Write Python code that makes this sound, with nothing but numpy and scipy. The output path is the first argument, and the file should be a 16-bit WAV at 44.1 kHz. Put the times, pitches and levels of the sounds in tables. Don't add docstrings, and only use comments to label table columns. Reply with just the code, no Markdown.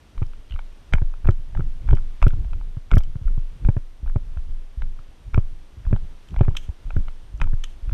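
import sys
import numpy as np
from scipy import signal
from scipy.fft import rfft, irfft, next_fast_len
from scipy.io import wavfile
from scipy.ndimage import map_coordinates

SR = 44100
rng = np.random.default_rng(int(sys.argv[2]) if len(sys.argv) > 2 else 0)


def master(y):
    cut = np.clip(np.atleast_2d(y).T, -1, 1)
    pcm = np.round(cut * 32767)
    wavfile.write(sys.argv[1], SR, pcm.astype(np.int16))


def voltage_ratio(decibels):
    exponent = np.asarray(decibels, float) / 20
    return 10 ** exponent


N = 349868

# start in seconds, peak in dB, recoil in Hz.
KNOCKS = [(0.218, -12, 92), (1.018, -12.5, 84), (1.2875, -3, 91), (1.594, -12.5, 98), (1.93, -5, 100),
          (2.2664, -4.5, 94.6), (2.333, -15.5, 79), (2.768, -18, 93), (2.9684, -4, 90), (3.155, -17, 102),
          (3.213, -22.5, 80), (3.376, -16.5, 97), (3.687, -5, 100), (3.766, -11, 92), (4.159, -8.5, 90.5),
          (5.377, -4, 92), (5.928, -5.5, 98.4), (6.409, -2.5, 97), (6.481, -8.5, 92), (6.965, -9.5, 81.6),
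          (7.532, -15.5, 90)]


def unit(x):
    return x / np.sqrt(np.mean(x ** 2) + 1e-20)


def coloured(x, spectrum):
    m = next_fast_len(len(x) + 8192)
    hz, db = np.transpose(spectrum)
    log_f = np.log(np.fft.rfftfreq(m, 1 / SR) + 1)
    gain = voltage_ratio(np.interp(log_f, np.log(hz + 1), db))
    return irfft(rfft(x, m) * gain, m)[:len(x)]


def band(x, low_hz, high_hz):
    return signal.sosfilt(signal.butter(4, [low_hz, high_hz], "band", fs=SR, output="sos"), x)


def wobble(rate):
    return map_coordinates(rng.standard_normal(int(N * rate / SR) + 4), [np.arange(N) * rate / SR])


def add(track, s, sound):
    part = track[round(s * SR):][:len(sound)]
    part += sound[:len(part)]


def ring(modes, t, t60):
    out = np.zeros(len(t))
    for hz, db in modes:
        decay = voltage_ratio(db + rng.normal(0, 3) - 60 * t / t60)
        out += decay * np.sin(2 * np.pi * hz * rng.normal(1, .025) * t)
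    return out


def camera():
    # frequency in Hz, density in dB per Hz.
    hiss_spectrum = [(100, -30), (200, 0.0), (300, -2.0), (500, -6.0), (900, -9.0), (1500, -12.0),
                     (2200, -14.0), (3300, -14.0), (4300, -19.0), (6000, -22.0), (7000, -25.0),
                     (9500, -29.0), (12500, -35.0), (15800, -46.0)]
    # frequency in Hz, level in dB.
    whines = [(5844, -80), (8781, -77), (11688, -88), (11718, -82), (14626, -90)]
    hiss = voltage_ratio(-58 + wobble(3)) * unit(coloured(rng.standard_normal(N), hiss_spectrum))
    t = np.arange(N) / SR
    whine = sum(voltage_ratio(db + wobble(8)) * np.sin(2 * np.pi * hz * t) for hz, db in whines)
    return hiss + whine


def clothes():
    # time of the peak in seconds, peak in dB.
    rubs = [(0.22, -28.5), (1.06, -38), (1.319, -26), (1.591, -24), (1.922, -18.5), (2.36, -27.5),
            (2.6, -32), (3.09, -34), (3.31, -26), (3.661, -26), (4.04, -43), (4.2, -27.5), (4.5, -38.5),
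            (4.86, -37), (5.46, -37.5), (5.922, -18.5), (6.342, -33), (6.52, -23), (7.0, -24.5),
            (7.44, -20.5), (7.92, -28)]
    # frequency in Hz, density in dB per Hz.
    cloth_spectrum = [(20, -27), (40, 3), (90, -8.5), (150, -16), (220, -29), (320, -30.5), (700, -56.5),
                      (1500, -120)]
    rise_db_per_s, fall_db_per_s, rustle_db = 168.5, 179, -49
    t = np.arange(N) / SR
    drag = voltage_ratio(rustle_db)
    for s, db in rubs:
        drag = drag + voltage_ratio(db + np.minimum(rise_db_per_s * (t - s), fall_db_per_s * (s - t)))
    lumps = voltage_ratio(5.1 * wobble(25))
    return drag * unit(lumps * coloured(rng.standard_normal(N), cloth_spectrum))


def stones():
    # start in seconds, peak in dB.
    kicks = [
        (6.567, -24),
        (7.638, -29.5),
    ]
    # frequency in Hz, density in dB per Hz.
    stone_spectrum = [(900, -19), (1500, -7.5), (2000, -12.5), (2500, -6), (3100, 4), (3700, -8.5),
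                      (4600, -26.5), (5500, -17.5), (6300, -9.5), (7000, -16.5), (7600, -17),
                      (10400, -30.5), (13000, -28), (15800, -75)]
    far_spectrum = [(hz, .72 * db) for hz, db in stone_spectrum]
    out, t = np.zeros(N), np.arange(SR // 2) / SR
    for s, db in kicks:
        crack = np.tanh(t / .001) * voltage_ratio(-4 - 60 * t / .011)
        crack += voltage_ratio(-60 * np.abs(t - .0035) / .008)
        scatter = voltage_ratio(-13 - 60 * t / .09)
        bank = voltage_ratio(-31 - 60 * t / .45) + voltage_ratio(-36) * np.exp(-((t - .075) / .025) ** 2)
        near = (crack + scatter) * unit(coloured(rng.standard_normal(len(t)), stone_spectrum))
        far = bank * unit(coloured(rng.standard_normal(len(t)), far_spectrum))
        add(out, s, voltage_ratio(db) * (near + far))
    return out


def contacts():
    # start in seconds, walls in dB.
    taps = [(0.1778, -45), (0.226, -42.5), (0.333, -51.5), (0.56, -45), (0.5902, -38), (0.9815, -39),
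            (1.2723, -36), (1.9078, -37.5), (1.97, -44), (2.3045, -45), (2.4454, -51.5), (2.531, -42.5),
            (2.9354, -31), (3.0048, -45), (3.6474, -42), (4.819, -39), (6.362, -38), (6.3902, -41),
            (6.4315, -45), (6.4494, -46), (6.551, -40.5), (6.9045, -37.5), (7.082, -41), (7.8926, -45)]
    # start in seconds, walls in dB.
    ticks = [(1.1374, -45), (1.2454, -43), (1.2532, -40), (1.5495, -38), (1.5724, -41), (1.6049, -39),
             (1.981, -45), (2.6106, -47.5), (3.279, -43.5), (4.061, -48), (4.075, -47), (4.0965, -48),
             (4.3711, -44.5), (4.9888, -49), (5.851, -49), (5.8645, -47.5), (5.909, -51), (5.961, -39),
             (6.3409, -44), (6.509, -52), (6.689, -50.5), (7.4714, -44), (7.912, -50)]
    # start in seconds, walls in dB, lid over walls in dB, slack in seconds.
    slaps = [
        (0.9344, -22, -0.5, .0105),
        (1.8874, -34, -11.5, .01),
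        (2.2249, -22, -7.5, .008),
        (2.914, -26.5, -6, .0075),
        (5.343, -30, -4, .008),
        (7.4142, -26, -3, .0144),
    ]
    # start in seconds, lid in dB, buttons in dB, spit in dB.
    grit = [(0.2652, -67, -61, -74), (0.497, -55, -80, -88), (0.508, -47, -80, -82), (0.521, -43, -74, -78),
            (0.5383, -50, -73, -80), (1.2726, -60, -59, -74), (1.308, -52, -56, -74),
            (1.9506, -54, -57, -80), (2.2803, -45, -53, -56.5), (2.9533, -52, -50.5, -52),
            (2.9809, -42, -45, -46), (2.986, -50, -49, -55), (3.0344, -50.5, -55, -68),
            (6.2862, -53, -63, -73.5), (6.306, -57, -65, -79.5), (7.375, -80, -61, -82)]
    tap_lid_db, tick_lid_db, jar_lid_db = -7, -15, -15.5
    lid_hz, grit_hz = 2350, 3100

    def plain(s, db, lid_db):
        lid = db + lid_db
        return s, db, lid, lid - 26, -80, lid_hz * rng.normal(1, 0.038)

    rows = [plain(s, -23 + 1.65 * db, jar_lid_db) for s, db, hz in KNOCKS]
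    rows += [plain(s, db, tap_lid_db) for s, db in taps]
    rows += [plain(s, db, tick_lid_db) for s, db in ticks]
    for s, db, lid_over_db, slack_s in slaps:
        lid = db + lid_over_db
        rows.append(plain(s - slack_s, db - 17, tap_lid_db))
        rows.append(plain(s + 1.7 * slack_s, db - 17, tap_lid_db))
        rows.append((s, db, lid, lid - 18, lid - 44, lid_hz))
    rows += [(s, lid - 10, lid, buttons, spit, grit_hz) for s, lid, buttons, spit in grit]
    return rows


def case():
    # frequency in Hz, level in dB.
    wall_modes = [(730, -18), (940, -0.5), (1150, -7), (1350, 2.5), (1560, -6.5)]
    # frequency in Hz, level in dB.
    button_modes = [(5100, -10.5), (5700, -9.5), (6300, -15), (7500, -12)]
    out, t = np.zeros(N), np.arange(SR // 12) / SR
    head = round(.005 * SR)

    def struck(blows, modes, t60):
        return signal.fftconvolve(blows, ring(modes, t, t60))[:len(t)]

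    for s, wall_db, lid_db, button_db, spit_db, lid_hz in contacts():
        chatter = np.exp(-((t - .0014) / 0.0012) ** 2)
        rattle = voltage_ratio(-12 - 60 * t / .11) * (rng.random(len(t)) < .1)
        blows = (chatter + rattle) * rng.standard_normal(len(t))
        dull_db = .4 * np.clip(lid_db - wall_db + 14, -12, 4)
        walls = [(hz, db + dull_db * np.log2(hz / 1000)) for hz, db in wall_modes]
        lid = [(lid_hz, 0), (1.3 * lid_hz, -11)]
        parts = [(wall_db, band(struck(blows, walls, .011), 500, 1900)),
                 (lid_db, band(struck(blows, lid, .008), 1800, 4000)),
                 (button_db, band(struck(blows, button_modes, .004), 4400, 8500)),
                 (spit_db, band(blows, 8500, 15000))]
        add(out, s, sum(voltage_ratio(db) * p / np.std(p[:head]) for db, p in parts))
    return out


def mount():
    # start in seconds, swing in dB, frequency in Hz.
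    sways = [(0.172, -13.5, 18.6), (0.521, -16.5, 22), (0.926, -6, 22.2), (1.031, -8.5, 21.2),
             (1.242, -6, 19.5), (1.537, -12.5, 18.9), (1.638, -16, 17.7), (1.852, -19, 25),
             (1.933, -7.5, 19.3), (2.267, -7.5, 20), (2.487, -13, 21.6), (2.605, -14.5, 23.8),
             (2.954, -8, 17.4), (3.252, -6.5, 23.4), (3.276, -11.5, 20.4), (3.643, -9, 20.4),
             (4.063, -10.5, 22), (4.272, -18.5, 20), (4.372, -20.5, 19), (4.489, -15, 20.8),
             (4.806, -12, 19.6), (5.331, -8, 18), (5.883, -9.5, 18.7), (6.409, -7, 18), (6.852, -18.5, 29),
             (6.935, -8, 18.8), (7.408, -7, 19.8), (7.437, -22, 17), (7.467, -12, 20.8)]
    # start in seconds, peak in dB, frequency in Hz.
    bounces = [(0.924, -6, 34), (0.967, -15, 40), (1.249, -19, 29.8), (1.53, -17, 35.4), (1.555, -11, 47),
               (1.885, -1, 25), (1.889, -9, 47.5), (1.946, -32, 26.2), (2.221, 2.5, 24.8),
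               (2.234, -3.5, 52.3), (2.254, -9.5, 31.8), (2.268, -25.5, 54), (2.453, -10, 41),
               (2.918, 1.5, 26.5), (2.959, -8, 70), (2.981, -7.5, 46.3), (3.26, -18, 51.3),
               (3.651, -9, 45.3), (4.368, -10, 58), (4.774, -11.5, 45.2), (5.853, -13, 22),
               (5.867, -8.5, 58.4), (6.369, -4.5, 31.7), (6.387, -12.5, 75.0), (6.515, -21.5, 55),
               (7.339, -13.5, 47), (7.452, -11.5, 58), (7.827, -13.5, 28.4), (7.919, -3.5, 47.6)]
    # start in seconds, peak in dB, recoil in Hz.
    nudges = [(0.504, -25, 53), (0.537, -20.5, 58), (0.938, -11.5, 114), (0.946, -14.5, 58),
              (1.257, -13, 55.6), (2.924, -9.5, 50.7), (2.942, -11.5, 127), (4.029, -18, 47.7),
              (4.826, -26, 90), (4.99, -34, 100), (5.345, -13, 56.7), (6.686, -17, 61.6), (7.416, -20, 120)]
    # frequency in Hz, level under the knock in dB.
    joint_modes = [(200, -13), (245, -24), (358, -17), (560, -19.5)]
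    out, t = np.zeros(N), np.arange(SR) / SR
    for s, db, hz in sways:
        add(out, s, voltage_ratio(db - 60 * t / .65) * np.sin(2 * np.pi * hz * t) * np.tanh(t / .008))
    for s, db, hz in bounces:
        onset = 1 - np.exp(-t / 0.0051)
        add(out, s, voltage_ratio(db - 60 * t * hz / 5) * np.sin(2 * np.pi * hz * t) * onset)
    for s, db, hz in KNOCKS + nudges:
        stroke = np.exp(-((t * hz - .5) / .7) ** 2)
        recoil = np.cos(2 * np.pi * hz * t) * stroke
        contact = np.tanh(t / (.0008 - 0.00016 * min(db + 11, 0))) ** 2
        arm = voltage_ratio(0.79 * db) * ring(joint_modes, t, 0.057)
        add(out, s, -voltage_ratio(db) * contact * (recoil + arm))
    return out


def scene():
    return (camera() + clothes() + stones() + case() + mount())[None]


def band_limit(x):
    return signal.sosfilt(signal.butter(12, 15000, fs=SR, output="sos"), x)


def record(dry):
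    x = signal.sosfilt(signal.butter(2, 10, "high", fs=SR, output="sos"), dry)
    x = x / (1 + np.abs(x / .98) ** 30) ** (1 / 30)
    return band_limit(x)


dry = scene()
out = record(dry)
master(out)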